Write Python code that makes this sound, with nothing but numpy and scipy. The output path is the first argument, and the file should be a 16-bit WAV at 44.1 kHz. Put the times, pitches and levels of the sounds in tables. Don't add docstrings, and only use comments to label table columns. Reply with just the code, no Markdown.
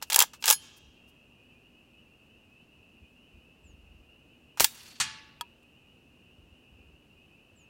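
import sys
import numpy as np
from scipy import signal
from scipy.fft import rfft, irfft, next_fast_len
from scipy.io import wavfile
from scipy.ndimage import uniform_filter1d

SR = 44100
rng = np.random.default_rng(int(sys.argv[2]) if len(sys.argv) > 2 else 0)


def transcribe(signal):
    frames = np.atleast_2d(signal).T
    limited = np.clip(frames, -1, 1)
    pcm = np.round(limited * 32767).astype(np.int16)
    wavfile.write(sys.argv[1], SR, pcm)


N = 339129
TIME = np.arange(N) / SR
RELEASE_S, SLAM_S = .42, .523
SHOT_S, RELOAD_S, PLATE_S, CASE_S = 4.6052, 4.644, 5.0007, 5.4101
GRAIN_HZ = 800

# t/s, level/dB, treble/dB re level, thud/dB re level, t60/s, f/Hz of the part hit
BOLT_CLACKS = [(.015, -49, -10, 6, .04, 1403), (0.0241, -29.5, -2.5, -4.5, 0.042, 4705),
               (0.1002, -25, -1, -4.5, 0.044, 3480), (0.1218, -24, -7.5, -9, 0.031, 4480),
               (0.13, -24, 1.5, -6.5, 0.026, 7600), (0.144, -16.5, -1, -15, 0.027, 5596),
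               (0.16, -14.5, 9, -1, 0.016, 9030), (.182, -29.5, -5, 7.5, 0.028, 950),
               (0.1906, -15.5, 10, -13.5, 0.013, 9500), (0.2035, -9.5, 1, -15, 0.013, 4110),
               (0.211, -16.5, -7, -10, 0.015, 3400), (0.2143, -17.5, -2, -0.5, .018, 1691),
               (0.2222, -17.5, 6.5, -9, 0.019, 7006), (.236, -33, -6, 4, 0.031, 950),
               (0.334, -46.5, -3.5, 2, 0.094, 3000), (0.4243, -36, -7, -4.5, 0.04, 3415),
               (0.4403, -23.5, -11, -4.5, 0.031, 3010), (0.457, -20.5, 2.5, -8.5, 0.015, 7990),
               (.466, -28.5, 1.5, -8.5, 0.037, 3500), (0.4789, -15.5, -4, -9, 0.026, 3190),
               (.484, -18, -3.5, -5.5, 0.035, 3000), (0.4915, -18.5, 4.5, -12.5, 0.016, 6533),
               (0.5011, -10, 4.5, -11.5, 0.014, 3160), (0.5081, -12.5, 6.5, -3.5, 0.018, 10070),
               (0.524, -23.5, 5.5, -9, 0.056, 10950), (4.573, -46.5, -5.5, 5.5, 0.15, 2000),
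               (4.5976, -16.5, -2.5, -7.5, 0.028, 3400), (4.605, -11.5, 2.5, -11, .011, 2002),
               (4.6437, -6.5, 2, -12, 0.014, 2300)]
# t/s, length/s, start level/dB, end level/dB
BOLT_STROKES = [(.116, 0.062, -36, -36), (.188, .044, -30.5, -31), (.444, .044, -41, -27.5),
                (.484, .046, -29, -33)]
# f/Hz, width/Hz, level/dB
RECEIVER_PEAKS = [(2780, 170, -5.5), (3290, 78, 1.5), (4089, 90, -11), (5096, 95, -5.5), (5820, 160, -5),
                  (6700, 600, -4), (7440, 420, -1), (8960, 200, -3.5), (11153, 110, -4.5)]
# f/Hz, level/dB, t60/s
COVER_MODES = [(480, -7.5, 0.018), (890, -1, .03), (990, -4, 0.018), (1250, -6.5, 0.022),
               (1638.6, -9.5, 0.051)]
SPRING_MODES = [(1658, -35, .09), (3085, -49.5, 0.68), (3220, -57, 2.0), (4317, -39.5, 0.2),
                (5080, -29, .11), (6708, -22.5, 0.1), (9959, -30.5, .14), (10580, -26, .14),
                (10690, -27.5, .1), (11024, -28.5, .11)]
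CARRIER_MODES = [(900, -45, .07), (3750, -40, 0.23)]
PLATE_MODES = [(875, -8.5, 0.87), (1128, -9.5, .88), (1714, -1.5, 0.62), (2470, 4, 0.29), (2830, -5, 0.59),
               (3250, 2, 0.31), (4081, -9, 0.58), (4650, -1, 0.41), (5820, -7, 0.39), (8160, -16, 0.48),
               (9670, -14, 0.42)]
CASE_MODES = [(958, -0.5, 0.074), (1263, -0.5, 0.038), (1686, -11, 0.059), (2630, -10, 0.044),
              (3306, 7.5, 0.023), (4500, -7, 0.039), (6920, -3, .012)]
# centre t/s, level/dB, length/s
RUB_EVENTS = [(.085, -63, .07), (.418, -59, .05), (0.521, -23.5, 0.02), (0.777, -56, .036),
              (1.092, -67.5, 0.064), (5.632, -70, .014)]
# f/Hz, density level/dB
GAS_SPECTRUM = [(100, -14), (1000, -9), (6000, -5.5), (16000, -7.5)]
FLIGHT_SPECTRUM = [(300, -11.5), (900, -4.5), (4400, -1), (16000, 3)]
SPLASH_SPECTRUM = [(500, -47), (750, -14), (1500, -2.5), (3200, -3), (5500, -5), (8500, -4.5), (11000, -19),
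                   (16000, -35)]
ECHO_SPECTRUM = [(300, -19.5), (900, -3), (4000, 0), (7000, -4.5), (16000, -18)]
AIR_SPECTRUM = [(25, -11), (60, 3), (290, -1), (1000, -15.5), (2000, -21), (6000, -29), (16000, -35)]
# f/Hz, t60/s
FLIGHT_DECAY = [(4500, 3.4), (7000, 1.7), (16000, 0.8)]
CLANG_DECAY = [(4000, 0.78), (8000, 0.32), (16000, 0.23)]
WOODS_DECAY = [(3000, 1), (6000, 0.78), (10000, .42), (16000, .3)]
TRUNK_SLAPS = [4.805, 4.863, 4.915, 4.962]
# t/s, f/Hz
NEAR_FROGS = [(1.15, 2640), (1.37, 2530), (1.51, 2460), (1.74, 2620), (2.47, 2570), (3.01, 2500),
              (7.15, 2540)]
# t/s, level/dB
BIRD_CALLS = [(3.63, -66.5), (7.55, -65.5)]
# t/s, length/s, level/dB
WIND_GUSTS = [(0.831, .1, -53.5), (3.03, .05, -47), (3.34, .05, -51.5), (3.652, .37, -49),
              (6.388, .17, -52), (6.71, .24, -51.5)]


def action(rise_s=.00013, rattle_db=-22, rattle_t60_s=.0991, grain_db=1.6, cover_rise_s=.00088,
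           low_db=6, mid_db=5, high_db=1.17):
    low, mid, high, parts = np.zeros((4, N))
    t = TIME[:SR // 4]
    grains = rms_one(amp(grain_db * wander(GRAIN_HZ)))
    for s, db, treble_db, thud_db, t60_s, part_hz in BOLT_CLACKS + chatter():
        decay = fade(t, t60_s) + amp(rattle_db) * fade(t, rattle_t60_s)
        envelope = amp(db) * decay * rise(t, rise_s) * grains[round(s * SR):][:len(t)]
        dull, hard, bright, tone = envelope * rng.standard_normal((4, len(t)))
        add(low, s, amp(thud_db) * dull)
        add(mid, s, hard)
        add(high, s, amp(treble_db) * bright)
        add(parts, s, resonate(tone, part_hz, width_hz=.18 * part_hz))
        cover = struck(COVER_MODES, samples=len(t), detune=.02) * rise(t, cover_rise_s)
        add(parts, s, amp(db + thud_db) * cover)
    steel = amp(mid_db) * band(mid, 2000, 6000) + amp(high_db) * band(high, 6000, 18000)
    steel = steel + sum(amp(db) * resonate(steel, hz, width_hz) for hz, width_hz, db in RECEIVER_PEAKS)
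    add(steel, SLAM_S, struck(SPRING_MODES, samples=2 * SR) * rise(TIME[:2 * SR], .003))
    add(steel, RELOAD_S, struck(CARRIER_MODES))
    thud = amp(low_db) * band(low, 760, 1750)
    return steel + band(parts + thud, 460, SR, order=3)


def chatter(count=8, treble_db=-6, thud_db=0, t60_s=.045, uneven_db=1.5, range_hz=(1200, 6000)):
    rows = []
    for start_s, length_s, first_db, last_db in BOLT_STROKES:
        travel = (np.arange(count) + rng.random(count) / 2) / count
        levels_db = first_db + (last_db - first_db) * travel + uneven_db * rng.standard_normal(count)
        pitches_hz = np.geomspace(*range_hz, count)[rng.permutation(count)]
        for s, db, hz in zip(start_s + length_s * travel, levels_db, pitches_hz):
            rows.append((s, db, treble_db, thud_db, t60_s, hz))
    return rows


def muzzle(pop_db=-14, start_hz=2800, end_hz=440, sweep_s=.0009, pop_s=.00099,
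           thump_db=-26.5, thump_t60_s=.039, gas_db=-20, gas_t60_s=.22, vent_s=.035):
    since = TIME - SHOT_S
    t = np.maximum(since, 0)
    cycles = end_hz * t + (start_hz - end_hz) * sweep_s * rise(t, sweep_s)
    pop = amp(pop_db) * t / pop_s * np.exp(1 - t / pop_s) * np.sin(2 * np.pi * cycles)
    thump = amp(thump_db) * fade(since, thump_t60_s) * band_noise(200, 560)
    jet = fade(since, gas_t60_s) * hold(t, vent_s, t60_s=.11)
    return pop + thump + amp(gas_db) * jet * noise(GAS_SPECTRUM)


def muzzle_pressure(peak_db=-42, lag_s=.02, swing_hz=70, swell_s=.01):
    t = TIME - SHOT_S - lag_s
    return amp(peak_db) * np.exp(-(t / swell_s) ** 2) * np.cos(2 * np.pi * swing_hz * t)


def rubs():
    out = np.zeros(N)
    for s, db, length_s in RUB_EVENTS:
        add(out, s - length_s / 2, amp(db) * soft_burst(length_s))
    return band(out, 3900, 16100)


def spent_case(ring_db=-31, tick_db=-28, tick_t60_s=.025):
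    tick = rng.standard_normal(N) * fade(TIME - CASE_S, tick_t60_s)
    out = amp(tick_db) * band(tick, 1340, 11400)
    add(out, CASE_S, amp(ring_db) * struck(CASE_MODES) * rise(TIME[:SR], .00039))
    return out


def bullet(hiss_db=-46, whirr_db=-61, whirr_at_s=4.92, whirr_s=.09, flutter_db=1.8):
    hiss = amp(hiss_db) * dying_noise(FLIGHT_SPECTRUM, FLIGHT_DECAY, SHOT_S)
    whirr = amp(whirr_db) * np.exp(-((TIME - whirr_at_s) / whirr_s) ** 2) * band_noise(4220, 4580)
    flutter = amp(flutter_db * wander(rate_hz=45))
    return flutter * (hiss + whirr) * hold(TIME, PLATE_S, t60_s=.1)


def plate(splash_db=-23.5, hold_s=.013, splash_t60_s=.099, grain_db=1,
          ring_db=-39, trees_db=-36, boom_db=-44, boom_t60_s=.38):
    t = TIME - PLATE_S
    grains = amp(grain_db * wander(GRAIN_HZ))
    hit = amp(splash_db) * (t > 0) * hold(t, hold_s, splash_t60_s) * grains * noise(SPLASH_SPECTRUM)
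    add(hit, PLATE_S, amp(ring_db) * struck(PLATE_MODES) * rise(TIME[:SR], .0024))
    boom = amp(boom_db) * fade(t, boom_t60_s) * band_noise(79, 193)
    return hit + boom + amp(trees_db) * dying_noise(SPLASH_SPECTRUM, CLANG_DECAY, PLATE_S)


def ground(x, echo_db=-30, t60_s=.24):
    return scatter(x, noise(ECHO_SPECTRUM) * fade(TIME, t60_s), echo_db)


def woods(x, echo_db=-36, delay_s=.108, rise_s=.004):
    swell = rise(np.maximum(TIME - delay_s, 0), rise_s)
    return scatter(x, dying_noise(ECHO_SPECTRUM, WOODS_DECAY, delay_s) * swell, echo_db)


def trunks(slap_db=-47.5, slap_s=.038):
    out = np.zeros(N)
    for s in TRUNK_SLAPS:
        add(out, s - slap_s / 2, soft_burst(slap_s))
    return amp(slap_db) * band(out, 1750, 5700)


def frogs(chorus_db=-66.5, pitch_hz=2730, spread_hz=128, uneven_db=2.5, count=600,
          near_db=-63.8, blur_db=-69.5, wash_t60_s=.4):
    chorus, near = np.zeros((2, N))
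    times_s = rng.uniform(0, N / SR, count)
    deviations = np.clip(rng.standard_normal((count, 2)), -2, 2)
    for s, (pitch, loudness) in zip(times_s, deviations):
        add(chorus, s, amp(uneven_db * loudness) * peep(pitch_hz + spread_hz * pitch))
    for s, hz in NEAR_FROGS:
        add(near, s, peep(hz))
    wash = scatter(near, rng.standard_normal(N) * fade(TIME, wash_t60_s), db=0)
    blur = band_noise(2500, 2970, order=3)
    return amp(chorus_db) * rms_one(chorus) + amp(near_db) * (near + wash) + amp(blur_db) * blur


def peep(pitch_hz, length_s=.1, glide_hz=239):
    u = np.linspace(0, 1, round(length_s * SR))
    hz = pitch_hz + glide_hz * (u - .5)
    return np.sin(np.pi * u) * np.sin(2 * np.pi * np.cumsum(hz) / SR)


def bird(start_hz=8150, end_hz=6430, call_s=.11):
    out = np.zeros(N)
    u = np.linspace(0, 1, round(call_s * SR))
    hz = end_hz + (start_hz - end_hz) * (1 - u) ** 1.75
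    call = np.abs(np.sin(np.pi * u ** .84)) * np.sin(2 * np.pi * np.cumsum(hz) / SR)
    for s, db in BIRD_CALLS:
        add(out, s, amp(db) * call)
    return out


def breeze(air_db=-63, drone_db=-73, drone_hz=239, puff_hz=66, spread_oct=.6, puff_s=.015, trim_db=-2):
    drone = rms_one(resonate(rng.standard_normal(N), drone_hz, width_hz=9))
    out = amp(air_db) * noise(AIR_SPECTRUM) + amp(drone_db) * drone
    t = TIME[:SR // 5] - .1
    envelope = np.exp(-(t / puff_s) ** 2)
    for s, db in puffs():
        pitch, phase = rng.random(2)
        hz = puff_hz * 2 ** (spread_oct * (pitch - .5))
        swing = np.cos(2 * np.pi * (hz * t + phase))
        eddies = band_noise(54, 185, samples=len(t))
        add(out, s + t[0], amp(db + trim_db) * envelope * (swing + .27 * eddies))
    return out


def puffs(max_count=10, gap_s=.044, uneven_db=.6):
    rows = []
    for start_s, length_s, gust_db in WIND_GUSTS:
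        delays_s = gap_s * (np.arange(max_count) + rng.random(max_count) / 2)
        levels_db = gust_db + uneven_db * rng.standard_normal(max_count)
        rows += [(start_s + s, db) for s, db in zip(delays_s, levels_db) if s < length_s]
    return rows


def struck(modes, samples=SR, detune=0):
    t = TIME[:samples]
    out = np.zeros(samples)
    for hz, db, t60_s in modes:
        envelope = amp(db + rng.normal()) * fade(t, t60_s)
        mode_hz = hz * (1 + detune * rng.normal())
        out += envelope * np.sin(2 * np.pi * (mode_hz * t + rng.random()))
    return out


def dying_noise(spectrum, decay, start_s, patchy_db=2):
    hz, frames_s, cells = signal.stft(noise(spectrum), SR, nperseg=256)
    patches = uniform_filter1d(rng.standard_normal(cells.shape), size=6, axis=0)
    patches = rms_one(uniform_filter1d(patches, size=6, axis=1))
    cells = cells * amp(patchy_db * patches) * hold(frames_s, start_s, at_hz(decay, hz)[:, None])
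    return signal.istft(cells, SR)[1][:N] * (TIME >= start_s)


def noise(spectrum):
    size = next_fast_len(N)
    gain = amp(at_hz(spectrum, np.fft.rfftfreq(size, 1 / SR)))
    return rms_one(irfft(rfft(rng.standard_normal(size)) * gain, size)[:N])


def band_noise(low_hz, high_hz, order=2, samples=N):
    return rms_one(band(rng.standard_normal(samples), low_hz, high_hz, order))


def soft_burst(length_s):
    samples = round(length_s * SR)
    return np.hanning(samples) * rng.standard_normal(samples)


def wander(rate_hz):
    lowpass = signal.butter(2, rate_hz, fs=SR, output="sos")
    return rms_one(signal.sosfilt(lowpass, rng.standard_normal(N + SR))[SR:])


def scatter(x, response, db):
    return amp(db) * signal.fftconvolve(x, rms_one(response[:SR]) / np.sqrt(SR))[:N]


def resonate(x, hz, width_hz):
    r = np.exp(-np.pi * width_hz / SR)
    numerator = np.array([1, 0, -1]) * (1 - r * r) / 2
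    return signal.lfilter(numerator, [1, -2 * r * np.cos(2 * np.pi * hz / SR), r * r], x + 1e-18)


def band(x, low_hz, high_hz, order=2):
    edges_hz = [low_hz, min(high_hz, .45 * SR)]
    return signal.sosfilt(signal.butter(order, edges_hz, "band", fs=SR, output="sos"), x + 1e-18)


def rise(t, tau_s):
    return 1 - np.exp(-t / tau_s)


def fade(t, t60_s):
    return (t >= 0) * np.exp(-np.log(1000) * np.clip(t / t60_s, 0, 10))


def hold(t, until_s, t60_s):
    return fade(np.maximum(t - until_s, 0), t60_s)


def at_hz(points, hz):
    table_hz, values = np.transpose(points)
    return np.interp(np.log(np.maximum(hz, 1)), np.log(table_hz), values)


def add(out, s, piece):
    i = max(round(s * SR), 0)
    out[i:i + len(piece)] += piece[:max(N - i, 0)]


def amp(db):
    return 10 ** (np.asarray(db) / 20)


def rms_one(x):
    return x / np.sqrt(np.mean(x ** 2) + 1e-20)


def scene():
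    rifle = action() + muzzle()
    echoes = ground(rifle) + woods(rifle * (TIME > RELEASE_S)) + trunks()
    close = rifle + muzzle_pressure() + rubs() + spent_case()
    field = bullet() + plate() + frogs() + bird() + breeze()
    return (close + echoes + field)[None]


def record(dry):
    cutoff_hz = 15900
    rounded = 1.307 * np.tanh(dry / 1.277)
    return signal.sosfilt(signal.ellip(10, .1, 80, cutoff_hz, fs=SR, output="sos"), rounded)


dry = scene()
out = record(dry)
transcribe(out)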